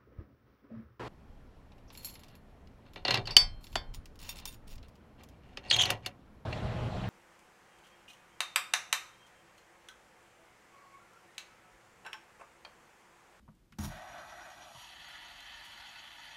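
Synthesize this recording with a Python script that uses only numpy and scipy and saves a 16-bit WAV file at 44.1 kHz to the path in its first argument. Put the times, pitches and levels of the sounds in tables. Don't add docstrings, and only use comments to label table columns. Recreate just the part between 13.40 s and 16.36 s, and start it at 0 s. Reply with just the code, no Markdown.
import sys
import numpy as np
from scipy import signal
from scipy.fft import rfft, irfft
from scipy.io import wavfile
from scipy.ndimage import uniform_filter1d

SR = 44100
rng = np.random.default_rng(int(sys.argv[2]) if len(sys.argv) > 2 else 0)


def to_wav(sig):
    pcm = np.clip(np.atleast_2d(sig), -1, 1) * 32767
    pcm = np.round(pcm).astype(np.int16)
    wavfile.write(sys.argv[1], SR, pcm.T)


def rack_gain(trim_db):
    fader = np.asarray(trim_db, float)
    return 10 ** (fader / 20)


N = 130536
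T = np.arange(N) / SR


def unit_rms(x):
    return x / np.sqrt(np.mean(x ** 2))


def curve(rows, column=1):
    rows = np.array(rows)
    return np.interp(T, rows[:, 0], rows[:, column])


def bell(centre_s, width_s):
    return np.exp(-0.5 * ((T - centre_s) / width_s) ** 2)


def resonance(x, hz, width_hz):
    b, a = signal.iirpeak(hz, hz / width_hz, fs=SR)
    return signal.lfilter(b, a, x)


def coloured_noise(points):
    points = np.array(points)
    hz = np.maximum(np.arange(N // 2 + 1) * SR / N, 1)
    gain = rack_gain(np.interp(np.log(hz), np.log(points[:, 0]), points[:, 1]))
    return unit_rms(irfft(rfft(rng.standard_normal(N)) * gain, N))


def walk(rate_hz):
    k = int(SR / rate_hz)
    steps = np.repeat(rng.standard_normal(N // k + 1), k)
    return unit_rms(uniform_filter1d(uniform_filter1d(steps, k), k)[:N])


# f/Hz, density/dB per Hz
ROOM_AIR = [(15, -39), (25, -17), (52, -3), (71, -10.5), (152, -12), (193, -14), (359, -14.5), (399, -23.5),
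            (15500, -44.5)]
# t/s, level/dB
RUMBLE = [
    (0, -56.5),
    (.3, -74),
    (.7, -79),
    (1.55, -90),
    (1.85, -68),
    (2.2, -66.5),
    (2.45, -82),
    (2.96, -80),
]


def room():
    rumble_hz = 38.7
    rumble = resonance(rng.standard_normal(N), rumble_hz, 29.0)
    rumble = unit_rms(resonance(rumble, rumble_hz, 37.0))
    air = rack_gain(-69 + 0.6 * walk(5.3)) * coloured_noise(ROOM_AIR)
    return air + rack_gain(curve(RUMBLE)) * rumble


# f/Hz, level/dB, t60/s
TABLE_MODES = [(38, 4, 0.29), (81, 2, 0.13), (125, 2, 0.12), (155.6, 4, 0.1), (210.4, 2, 0.14),
               (301, 0.5, 0.1), (343, -6, 0.14)]
# t/s, level/dB, favoured f/Hz
THUMPS = [(0.02, -58.5, 203), (0.085, -46.5, 171), (0.322, -52.5, 193), (0.343, -53, 169),
          (0.3865, -31, 216), (0.389, -27.5, 81), (0.411, -35, 81), (0.43, -36, 216), (.44, -29.5, 105),
          (0.452, -37.5, 38), (.455, -38.5, 247), (0.478, -34.5, 125), (0.521, -44, 80), (0.549, -47, 166)]


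def table():
    spread_oct, rise_cycles, shake_db = 0.37, 0.86, -17
    out, t = np.zeros(N + SR), T[:SR // 2]
    for s, db, pitch_hz in THUMPS:
        for hz, mode_db, t60 in TABLE_MODES:
            near = np.exp(-0.5 * (np.log2(hz / pitch_hz) / spread_oct) ** 2)
            rise = 1 - np.exp(-t * hz / rise_cycles)
            decay = rack_gain(db + mode_db - 60 * t / t60)
            out[int(s * SR):][:len(t)] += near * rise * decay * np.sin(2 * np.pi * hz * t)
    shake = sum(resonance(rng.standard_normal(N), hz, 24.0) for hz, _, _ in TABLE_MODES[1:])
    held = 1 - np.clip(curve(SPIN, 2), 0, 1)
    return out[:N] + rack_gain(curve(SPIN) + shake_db) * held * unit_rms(shake)


# t/s, level/dB, f/Hz, t60/s
TAPS = [
    (0.0794, -44.5, 990, 0.013),
    (.0855, -65, 700, 0.039),
    (0.091, -73, 1090, .04),
    (1.35, -40.5, 130, 0.041),
    (1.372, -42, 110, 0.057),
    (1.594, -55, 150, .06),
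]


def taps():
    out = np.zeros(N)
    for s, db, hz, t60 in TAPS:
        t = np.maximum(T - s, 0)
        out += rack_gain(db - 60 * t / t60) * (1 - np.exp(-t * hz)) * np.sin(2 * np.pi * hz * t)
    return out


# t/s, level/dB, centre f/Hz, t60/s
TICKS = [(0.084, -59.5, 830, 0.07), (0.15, -75, 8000, 0.033), (0.323, -58, 1800, 0.068),
         (0.3228, -58.5, 3180, 0.025), (.387, -47, 5000, 0.025), (0.386, -45.5, 800, 0.025),
         (0.324, -69, 8700, 0.046), (1.41, -74, 9000, 0.19), (1.535, -76, 9000, 0.15),
         (1.68, -63, 7500, 0.12), (2.005, -60, 8000, .025), (2.004, -50.5, 4460, 0.022),
         (2.235, -59, 8000, 0.16), (1.373, -67, 7400, .06), (1.4156, -64, 7500, .06),
         (1.54, -73, 7500, .09), (2.25, -72, 7500, .09), (2.316, -67, 7500, .06), (2.373, -69, 7500, .06),
         (2.641, -71, 7500, .06)]


def ticks():
    out, hiss = np.zeros(N), rng.standard_normal(N)
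    for s, db, hz, t60 in TICKS:
        swell = np.clip((T - s) / (30 * t60 ** 4), 0, 1)
        burst = hiss * rack_gain(db - 60 * np.abs(T - s) / t60) * swell
        edges_hz = [hz / 2.06, min(hz * 1.74, 0.45 * SR)]
        sos = signal.butter(3, edges_hz, "band", fs=SR, output="sos")
        out += signal.sosfilt(sos, burst) * np.sqrt(SR / hz / 2)
    return out


def balls():
    hits_per_s, scatter_db, roll_share = 3500, 2.0, 0.9
    size_db = scatter_db * np.minimum(rng.exponential(size=N), 3)
    hits = (rng.random(N) < hits_per_s / SR) * rng.standard_normal(N) * rack_gain(size_db)
    return unit_rms(hits) + roll_share * rng.standard_normal(N)


def base_grip(hz):
    pressed = np.clip((T - 1.146) / 0.05, 0, 1)
    not_yet_free = np.clip((1.69 - T) / 0.22, 0, 1)
    return (1400 < hz < 2200) * pressed * not_yet_free


def ring(drive, modes, turns, wobble_db):
    turn_hz, flicker_db, damped_db = 5.7, 1.0, -4
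    out = 0
    for hz, width_hz, db in modes:
        turning = np.sin(2 * np.pi * (turns * turn_hz * T + rng.random()) + 0.92 * walk(3.3))
        sway_db = wobble_db * min(120 / width_hz, 1) * turning + flicker_db * walk(25.21)
        mode = resonance(drive * rack_gain(sway_db), hz, 1.44 * width_hz)
        mode = resonance(mode, hz, 1.99 * width_hz)
        out = out + rack_gain(db + damped_db * base_grip(hz)) * mode
    return unit_rms(out)


# f/Hz, width/Hz, level/dB
HELD_POST = [(633, 72, -5.5), (708, 102, 1), (811, 29, -2.5), (900, 17, -1.5), (1135, 73, -5),
             (1317, 55, -3), (1525, 106, -2), (1692, 32, -3.5), (1876, 117, -6), (2157, 140, -12),
             (2400, 102, -8), (2926, 280, -14.5), (3437, 450, -18), (4123, 67, -17)]
# f/Hz, width/Hz, level/dB
FREE_POST = [(604, 40, -8.5), (767, 179, -5), (833, 53, -6.5), (913.4, 96, -1), (1140, 149, -1.5),
             (1301, 48, -0.5), (1450, 140, 1.5), (1776, 195, 3), (1931, 115, -3), (2643, 110, 0.5),
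             (3094, 170, 1.5), (3293, 227, -1), (4084, 110, -2.5), (4403, 210, -3.5)]
# f/Hz, width/Hz, level/dB
RACES = [(4777, 70, -4.5), (5350, 45, -1), (5790, 116, -2.5), (5710, 270, -10), (6600, 79, 1),
         (6960, 39, -2.5), (7500, 43, -13), (8120, 170, -19.5), (8440, 66, -10), (8600, 130, -18),
         (9100, 740, -13.5), (10730, 145, -6), (11160, 350, -6.5), (12900, 490, -15.5)]
# f/Hz, density/dB per Hz
ARM_AIR = [(4000, -37), (6500, 8.5), (12000, -4), (15500, -3.5)]
# t/s, rolling level/dB, share free of the hand/0-1
SPIN = [(.384, -94, 0.84), (.39, -51, 0), (.46, -58.5, 0.22), (.5, -50, 0.1), (.66, -50.5, 0.02),
        (.76, -48, 0.03), (.93, -51.5, 0.08), (1.06, -50, 0.03), (1.15, -55, 0.16), (1.21, -50, 0.11),
        (1.27, -53.5, 0.13), (1.33, -57.5, 0.43), (1.385, -52.5, 1), (1.55, -52, 1), (2.2, -52, 1),
        (2.96, -52.5, 1)]


def spinner():
    race_wobble_db = 4.5
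    drive = balls() * rack_gain(0.8 * walk(60))
    free = np.clip(curve(SPIN, 2), 0, 1)
    post = np.sqrt(1 - free) * ring(drive, HELD_POST, 1, 1.1)
    post += np.sqrt(free) * ring(drive, FREE_POST, 0.97, 0.4)
    post = signal.sosfilt(signal.butter(8, 572, "high", fs=SR, output="sos"), post)
    post += rack_gain(-25) * (1 - free) * ring(drive, [(5790, 70, 0)], 0.74, race_wobble_db)
    steel = rack_gain(-6) * coloured_noise(ARM_AIR) + ring(drive, RACES, 1.7, race_wobble_db)
    started = np.clip((T - SPIN[0][0]) / 0.005, 0, 1)
    return rack_gain(curve(SPIN)) * post + rack_gain(-67.5) * started * steel


# t/s, scrape level/dB
FLICK = [
    (.385, -60),
    (.389, -44.5),
    (.398, -57),
    (.415, -54.5),
    (.435, -49.5),
    (.455, -48),
    (.475, -58),
    (.52, -64.5),
    (.6, -76),
]
# f/Hz, density/dB per Hz
SCRAPE = [(480, -25), (600, -10), (1000, -8.5), (2000, -22), (4000, -18), (6500, -32), (8500, -29),
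          (15500, -25.5)]


def flick():
    grit = rack_gain(1.8 * walk(400) + 1.5 * walk(90))
    steel = ring(balls(), RACES, 2, 1.5)
    slide = rack_gain(-63.5) * bell(1.4, 0.055) * steel
    slide += rack_gain(-60.5) * bell(1.42, 0.056) * ring(balls(), [(947, 50, 0)], 1, 0)
    scrape = grit * (coloured_noise(SCRAPE) + rack_gain(-2.5) * steel)
    return slide + (T > FLICK[0][0]) * rack_gain(curve(FLICK)) * scrape


def scene():
    echo_t60_s, echo_db = 0.33, -14.5
    near = spinner() + flick() + ticks() + taps()
    t = T[:SR // 3]
    tail = rng.standard_normal(len(t)) * rack_gain(-60 * t / echo_t60_s) * (t > 0.004)
    echo = signal.fftconvolve(near, tail / np.sqrt(np.sum(tail ** 2)))[:N]
    return (near + rack_gain(echo_db) * echo + table() + room())[None]


def band_limit(x):
    return signal.sosfilt(signal.butter(12, 16260, fs=SR, output="sos"), x)


def record(dry):
    top_hz, shut_share = 15050, 0.9
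    x = signal.sosfilt(signal.butter(2, 32.0, "high", fs=SR, output="sos"), dry)
    hz = np.arange(N // 2 + 1) * SR / N
    top = irfft(rfft(x) * (hz > top_hz), N)
    loud_db = 10 * np.log10(uniform_filter1d(top ** 2, size=1024) + 1e-18)
    is_loud = 1.0 * (loud_db > np.quantile(loud_db, shut_share))
    opened = uniform_filter1d(is_loud, size=512)
    roll_off = np.clip((top_hz + 800 - hz) / 200, 0, 1) * (hz > top_hz)
    kept = irfft(rfft(top * opened) * roll_off, N)
    return band_limit(x - top + kept)


dry = scene()
out = record(dry)
to_wav(out)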